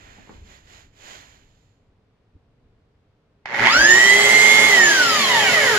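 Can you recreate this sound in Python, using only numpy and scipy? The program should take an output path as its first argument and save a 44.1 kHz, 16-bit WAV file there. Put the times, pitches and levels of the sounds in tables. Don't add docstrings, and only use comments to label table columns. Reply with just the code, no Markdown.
import sys
import numpy as np
from scipy import signal
from scipy.fft import rfft, irfft
from scipy.io import wavfile

SR = 44100
rng = np.random.default_rng(int(sys.argv[2]) if len(sys.argv) > 2 else 0)


def inscribe(sig):
    pcm = np.round(np.clip(np.atleast_2d(sig).T, -1, 1) * 32767)
    wavfile.write(sys.argv[1], SR, pcm.astype(np.int16))


N = 254898
TIME = np.arange(N) / SR
FREQ = np.fft.rfftfreq(N, 1 / SR)
SIDES = np.array([[.5], [-.5]])

PULSE_HZ = 120
BLADES = 5
SPIN_S, RELEASE_S, FULL_HZ = 3.593, 4.672, 431

WHINE_MULTIPLES = (1, 2, 8, 10, 12, 15, 16, 19, 25)
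# full_speed_db, third_speed_db
WHINE_LEVELS = [(-29.5, -50), (-40, -58), (-34, -61), (-40, -37.5), (-46, -45), (-38, -36), (-58, -53),
                (-36.5, -33.5), (-44, -47.5)]
# full_speed_db, third_speed_db
BLADE_LEVELS = (-24.5, -29.5)
CRITICAL_SPEEDS = {10: (194, 36, 4), 15: (137, 28, 7), 19: (366, 50, 2)}
# pitch_hz, width_hz, boost_db
TONE_PEAKS_AND_DIPS = [(595, 33, 7), (745, 65, -10.5), (908, 94, 7), (1040, 26, -12), (1480, 55, 6),
                       (1908, 916, 12.5), (2062, 31, -4), (2440, 390, -5.5), (3130, 680, 7.5),
                       (4914, 660, 7), (5650, 330, -1), (6870, 1280, 10.5), (9120, 900, -14.5)]
# pitch_hz, level_db
COOLING_COLOUR = [(100, -37), (300, -16), (600, -4), (1300, 6.5), (2000, 8.5), (2500, 5), (3200, -20),
                  (6000, -4), (7200, 5.5), (8500, -9.5), (15000, -12)]
# pitch_hz, left_minus_right_db
TOOL_BALANCE = [(200, 0), (700, 2), (1300, 1.5), (2100, -7), (4400, 5.5), (8000, -4.5), (15000, 2)]
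# start_s, level_db
START_KNOCKS = [(3.457, -16.5), (3.544, -11), (3.594, -7), (3.652, -13), (3.661, -9.5), (3.67, -2.5),
                (3.679, -14)]
# pitch_hz, level_db, ring_s (time to fade by 60 dB)
KNOCK_RINGS = [(480, -30, 0.05), (823, 3.5, 0.021), (1100, -32, 0.021), (1440, -5, 0.022),
               (1923, -6.5, 0.044), (2090, -27, 0.02), (3070, -19, 0.016), (5050, -25, 0.023),
               (6700, -30, 0.027)]
# pitch_hz, level_db
SHUDDER_COLOUR = [(53, -61), (90, -30), (118, -4.5), (185, -33), (223, 1), (264, -26), (403, 2.5),
                  (448, -47), (669, -12), (899, 7), (1090, -5), (2090, 9.5), (2580, -4.5), (6830, -20),
                  (14000, -98)]

# pitch_hz, level_db
AIRFLOW_COLOUR = [(40, -34), (80, -14), (140, -9), (300, -7.5), (470, -4.5), (780, -0.5), (1300, -5.5),
                  (1800, -5), (2500, -6), (3100, -8), (4600, -9.5), (6000, -11.5), (7000, -3.5),
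                  (8000, -13)]
# pitch_hz, level_db
HIGH_HISS_COLOUR = [(5500, 0), (6200, -10), (6900, 5), (7700, -5.5), (8400, -15.5), (9300, -8), (10000, -7),
                    (12000, -7.5), (12700, -21), (15500, -25)]
# pitch_hz, width_hz, boost_db
TANK_RESONANCES = [(132.4, 9.6, 7.5), (226.5, 26, 6.5), (554.6, 13, 10), (589.6, 7.3, 9.5), (655, 15, 6.5),
                   (886, 4.8, 9), (938, 10, 7), (1150, 22, 9.5), (1270, 5.6, 12), (1434, 4, 14),
                   (1735, 79, 9), (1920, 148, 13), (2205, 18, 13.5), (3060, 180, 8.5)]
# pitch_hz, width_hz, boost_db
LID_RESONANCE = [(431.2, 18, 19)]
# pitch_hz, left_minus_right_db
AIRFLOW_BALANCE = [(60, 1), (110, -0.5), (200, 0.5), (380, 1), (700, 3), (1290, 0), (2380, -6), (4400, 1.5),
                   (8120, -3), (15000, 13)]

# middle_s, half_length_s, rasp_db, hiss_db
HOSE_SLIDES = [(0.078, 0.25, -56, -61), (0.344, 0.085, -63, -64), (.53, 0.085, -57, -58),
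               (0.754, 0.096, -56, -56.5), (1.116, 0.11, -49.5, -49.5), (1.258, 0.17, -60.5, -61),
               (1.556, 0.21, -78, -73.5)]
# pitch_hz, level_db
RUB_COLOUR = [(200, -2), (400, -1), (650, 3), (1250, 0.5), (1800, 3), (2400, -2.5), (3500, -5.5),
              (4600, -11.5), (6100, -16), (7100, -8.5), (8400, -41), (11500, -23.5), (15000, -40)]
# pitch_hz, width_hz, boost_db
HOSE_RESONANCES = [(1930, 71, 3), (2430, 260, 1.5), (3000, 40, 5.5), (4270, 110, 5)]
# pitch_hz, left_minus_right_db
HOSE_BALANCE = [(60, -3), (110, 2.0), (200, 2), (380, 0), (700, 0.0), (1290, -2.5), (2380, -11.5),
                (4400, -5), (8120, -19.5), (15000, 14)]
# start_s, level_db
BENCH_BUMPS = [(0.182, -24.5), (0.274, -30), (0.294, -21), (0.321, -31)]
# pitch_hz, level_db
THUD_COLOUR = [(60, 2), (120, -2), (240, 9.5), (450, -1), (900, -5.5), (1400, -16), (2200, -17),
               (4000, -47), (12000, -55)]
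# middle_s, half_length_s, level_db
GRIP_SHIFTS = [(.05, 0.16, -50.5), (.44, 0.097, -46.5), (.75, 0.36, -56.5), (1.42, 0.23, -59),
               (2.36, 0.016, -50), (2.66, 0.17, -60)]
# pitch_hz, level_db
GRIP_COLOUR = [(12, -39), (20, 7.5), (33, 3), (76, 4.5), (126, -5), (145, -13), (252, -7.5), (371, -16),
               (400, -11), (520, -34), (880, -120)]

# pitch_hz, level_db
SHOP_COLOUR = [(59, -34), (100, 3), (252, -13), (297, -6.5), (337, -21), (407, -8.5), (582, -15.5),
               (1810, -26), (2520, -28), (4450, -34), (15000, -60)]
# pitch_hz, likeness (0 unrelated, 1 the same)
STEREO_LIKENESS = [(60, 0.97), (280, 0.96), (640, 0.57), (1400, 0.41), (3000, 0), (15000, 0)]


def power_tool(wobble=0.001504, left_lag_s=.00009, load_db=10, spindle_db=-39, air_db=-28, fade_s=0.14):
    hz = shaft_hz() * (1 + wobble * walk(21.6))
    speed, powered = hz / FULL_HZ, TIME < RELEASE_S
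    slowness = np.minimum((1 - speed) * 3 / 2, 1)
    load = powered * (1 - speed)
    angle = 2 * np.pi * (np.cumsum(hz) / SR - SIDES * left_lag_s * hz)

    def gain(multiple, fast_db, slow_db):
        db = fast_db + (slow_db - fast_db) * slowness + load_db * load
        db += resonances(TONE_PEAKS_AND_DIPS, multiple * hz)
        return undb(db + SIDES * at(TOOL_BALANCE, multiple * hz))

    mains = 2 * np.pi * PULSE_HZ * TIME
    throb = 1 + (0.31 * powered + 0.44 * load) * np.cos(mains)
    blades = tone(BLADES * angle - 0.025 * powered * np.sin(mains), rough=0.17, flutter_hz=62)
    blades *= throb * gain(BLADES, *BLADE_LEVELS)
    shiver = np.where(powered, .012, .055)
    whines = 0
    for multiple, levels in zip(WHINE_MULTIPLES, WHINE_LEVELS):
        whine = tone(multiple * (angle + shiver * walk(54)), rough=.3, flutter_hz=36)
        waver_db = walk(8.9)
        swell_db = resonances([CRITICAL_SPEEDS[multiple]], hz) if multiple in CRITICAL_SPEEDS else 0
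        whines += whine * gain(multiple, *levels) * undb(waver_db + swell_db)
    whines *= 1 + 0.23 * powered * np.cos(mains)
    spindle = tone(angle * .512, rough=.25, flutter_hz=12) * speed ** 12 * undb(spindle_db)
    air = noise(at(COOLING_COLOUR, FREQ), at(TOOL_BALANCE, FREQ)) * undb(air_db) * speed ** 4.7
    near = room(blades + spindle, ring_s=0.16, echo_db=-13)
    smeared = room(whines, ring_s=0.19, echo_db=-4)
    return (near + smeared + air) * np.clip((TIME - SPIN_S) / fade_s, 0, 1)


def shaft_hz(surge_s=.0808, creep_s=.2735, surge_share=.522, drag_s=1.81, friction_hz_per_s=186.5):
    driven = FULL_HZ * (surge_share * rise(SPIN_S, surge_s) + (1 - surge_share) * rise(SPIN_S, creep_s))
    held = np.minimum(driven, np.interp(RELEASE_S, TIME, driven))
    lost = (held + friction_hz_per_s * drag_s) * rise(RELEASE_S, drag_s)
    return np.maximum(held - lost, 1)


def switch_on():
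    return room(motor_shudder() + drive_knocks(), ring_s=0.46, echo_db=-3.5) + trigger_snap()


def motor_shudder(peak_s=3.662, rise_db_per_s=128, fall_db_per_s=180, buzz_db=6):
    strain_db = -19.5 + np.minimum(rise_db_per_s * (TIME - peak_s), fall_db_per_s * (peak_s - TIME))
    pulses = np.cos(2 * np.pi * PULSE_HZ * (TIME - START_KNOCKS[-1][0] - .002))
    strain = undb(strain_db + buzz_db * pulses) * (TIME > START_KNOCKS[0][0])
    cracks = undb(-12) * blows(START_KNOCKS, decay_s=0.0057)
    force = noise(colour_db=0) * np.hypot(strain, cracks)
    body = undb(at(SHUDDER_COLOUR, FREQ))
    body /= np.sqrt(np.mean(body ** 2))
    return irfft(rfft(force) * body * undb(SIDES * at(TOOL_BALANCE, FREQ)), N)


def drive_knocks(gain_db=-10, balance_db=-3):
    knocks = 0
    for start_s, knock_db in START_KNOCKS:
        age = np.clip(TIME - start_s, 0, .2)
        contact = 1 - np.exp(-age / 0.00087)
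        for hz, ring_db, ring_s in KNOCK_RINGS:
            pitch_hz = hz * (1 + .02 * rng.standard_normal())
            ring = np.sin(2 * np.pi * pitch_hz * age) * 1000 ** (-age / ring_s)
            knocks += undb(knock_db + ring_db) * ring * contact
    return knocks * undb(gain_db + SIDES * balance_db)


def trigger_snap(peak_db=-25, decay_s=0.0014):
    age = np.maximum(TIME - START_KNOCKS[0][0] - .001, 0)
    snap = sum(undb(db) * np.sin(2 * np.pi * hz * age) for hz, db, _ in KNOCK_RINGS)
    snap *= np.exp(-age / decay_s)
    return snap * undb(peak_db) / np.abs(snap).max()


def mains_hum(start_s=3.58, rise_s=0.097, decay_s=0.14, gain_db=-35):
    age = np.maximum(TIME - start_s, 0)
    current = np.minimum(age / rise_s, 1) * np.exp(-age / decay_s)
    angle = 2 * np.pi * PULSE_HZ * TIME
    hum = sum(tone(multiple * angle, rough=1.0, flutter_hz=6.3) for multiple in (1, 2))
    return hum * current * undb(gain_db)


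def extractor(start_s=3.46, flow_rise_s=0.2, fan_rise_s=.42, full_hz=428.1, split_hz=2600):
    flow, speed = rise(start_s, flow_rise_s), rise(start_s, fan_rise_s)
    colour = at(AIRFLOW_COLOUR, FREQ) + resonances(TANK_RESONANCES, FREQ)
    balance = at(AIRFLOW_BALANCE, FREQ)
    roar = noise(colour + cut_above(split_hz), balance, band_hz=(110, 750))
    roar *= undb(-30 + 1.07 * walk(5.2)) * flow
    hiss = noise(colour + cut_below(split_hz) + cut_above(6000, 12), balance, band_hz=(3600, 12000))
    high_hiss = noise(at(HIGH_HISS_COLOUR, FREQ) + cut_below(6000, 12), balance)
    treble = (undb(-29) * hiss + undb(-34.5) * high_hiss) * undb(.6 * walk(17)) * flow ** 2.76
    treble *= 1 + 0.081 * np.cos(2 * np.pi * PULSE_HZ * TIME)
    hz = full_hz * speed
    angle = 2 * np.pi * np.cumsum(hz) / SR
    hum = tone(angle, rough=0.24, flutter_hz=2.166) * undb(-45 + resonances(LID_RESONANCE, hz))
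    whine = tone(BLADES * angle, rough=0.35, flutter_hz=56) * undb(-37)
    return roar + treble + (hum + whine) * speed ** 2


def sliding_hose(split_hz=3300):
    middle_s, half_s, rasp_db, hiss_db = np.transpose(HOSE_SLIDES)
    colour = at(RUB_COLOUR, FREQ) + resonances(HOSE_RESONANCES, FREQ)
    close_right = dict(balance_db=at(HOSE_BALANCE, FREQ), min_likeness=0.58, left_lag_s=0.000423)
    rasp = noise(colour + cut_above(split_hz), band_hz=(1500, 3200), **close_right)
    hiss = noise(colour + cut_below(split_hz), band_hz=(3500, 8000), **close_right)
    rasp *= swells(zip(middle_s, half_s, rasp_db))
    hiss *= swells(zip(middle_s, half_s, hiss_db))
    return (rasp + hiss) * undb(0.51 * walk(120))


def bench_bumps():
    scuffs = rng.standard_normal(N) * blows(BENCH_BUMPS, decay_s=0.0039)
    thuds = irfft(rfft(scuffs) * undb(at(THUD_COLOUR, FREQ)), N)
    return room(np.stack([thuds, thuds]), ring_s=0.34, echo_db=2)


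def grip_rumble():
    rumble = noise(at(GRIP_COLOUR, FREQ))
    holding = undb(-67 + 3.5 * walk(11))
    return rumble * np.hypot(holding, swells(GRIP_SHIFTS))


def exhaust_puff(middle_s=3.81, half_length_s=0.056, level_db=-37):
    colour = at([(12, -40), (28, -14), (45, 16), (80, -1), (200, -23), (1000, -47)], FREQ)
    return noise(colour, balance_db=-19) * swells([(middle_s, half_length_s, level_db)])


def quiet_shop(level_db=-67):
    return noise(at(SHOP_COLOUR, FREQ), band_hz=(150, 15000)) * undb(level_db)


def room(sound, ring_s, echo_db):
    t = TIME[:SR // 2]
    tail = rng.standard_normal((2, len(t))) * 1000 ** (-t / ring_s) * (t > .002)
    tail /= np.sqrt(np.sum(tail ** 2, axis=1, keepdims=True))
    return sound + undb(echo_db) * signal.fftconvolve(sound, tail, axes=1)[:, :N]


def tone(phase, rough, flutter_hz):
    main = (1 + rough * walk(flutter_hz)) * np.sin(phase)
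    jitter = rough * walk(flutter_hz) * np.cos(phase)
    return np.sqrt(2) * (main + jitter)


def noise(colour_db, balance_db=0, band_hz=(0, SR), min_likeness=-1, left_lag_s=0):
    alike = np.clip(np.maximum(at(STEREO_LIKENESS, FREQ), min_likeness), -1, 1)
    mid, side = rfft(rng.standard_normal((2, N)))
    both = mid * np.sqrt(1 + alike) + 2 * SIDES * side * np.sqrt(1 - alike)
    both *= undb(colour_db + SIDES * balance_db)
    both *= np.exp(-2j * np.pi * FREQ * SIDES * left_lag_s)
    inside = (FREQ >= band_hz[0]) & (FREQ <= band_hz[1])
    return irfft(both, N) / irfft(both.mean(0) * inside, N).std()


def walk(rate_hz):
    wiggle = irfft(rfft(rng.standard_normal(N)) / (1 + (FREQ / rate_hz) ** 4), N)
    return wiggle / wiggle.std()


def blows(rows, decay_s):
    return sum(undb(db) * (TIME >= s) * np.exp(-np.abs(TIME - s) / decay_s) for s, db in rows)


def swells(rows):
    return np.sqrt(sum((undb(db) * np.exp(-((TIME - s) / half_s) ** 2)) ** 2 for s, half_s, db in rows))


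def rise(start_s, rise_s):
    return 1 - np.exp(-np.maximum(TIME - start_s, 0) / rise_s)


def resonances(rows, hz):
    return sum(db / (1 + (2 * (hz - centre) / width) ** 2) for centre, width, db in rows)


def cut_above(hz, steepness=8):
    return -10 * np.log10(1 + ((FREQ + 1) / hz) ** steepness)


def cut_below(hz, steepness=8):
    return cut_above(hz, -steepness)


def at(points, hz):
    pitches, values = np.transpose(points)
    return np.interp(np.log(np.maximum(hz, 1)), np.log(np.maximum(pitches, 1)), values)


def undb(db):
    return 10 ** (np.asarray(db) / 20)


def scene():
    shop = quiet_shop()
    machines = power_tool() + switch_on() + mains_hum() + extractor()
    handling = sliding_hose() + bench_bumps() + grip_rumble()
    return machines + handling + exhaust_puff() + shop


def record(dry, top_hz=15800):
    treble_cut = signal.ellip(10, .1, 80, top_hz, fs=SR, output="sos")
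    return signal.sosfilt(treble_cut, np.clip(dry, -1, 1))


dry = scene()
out = record(dry)
inscribe(out)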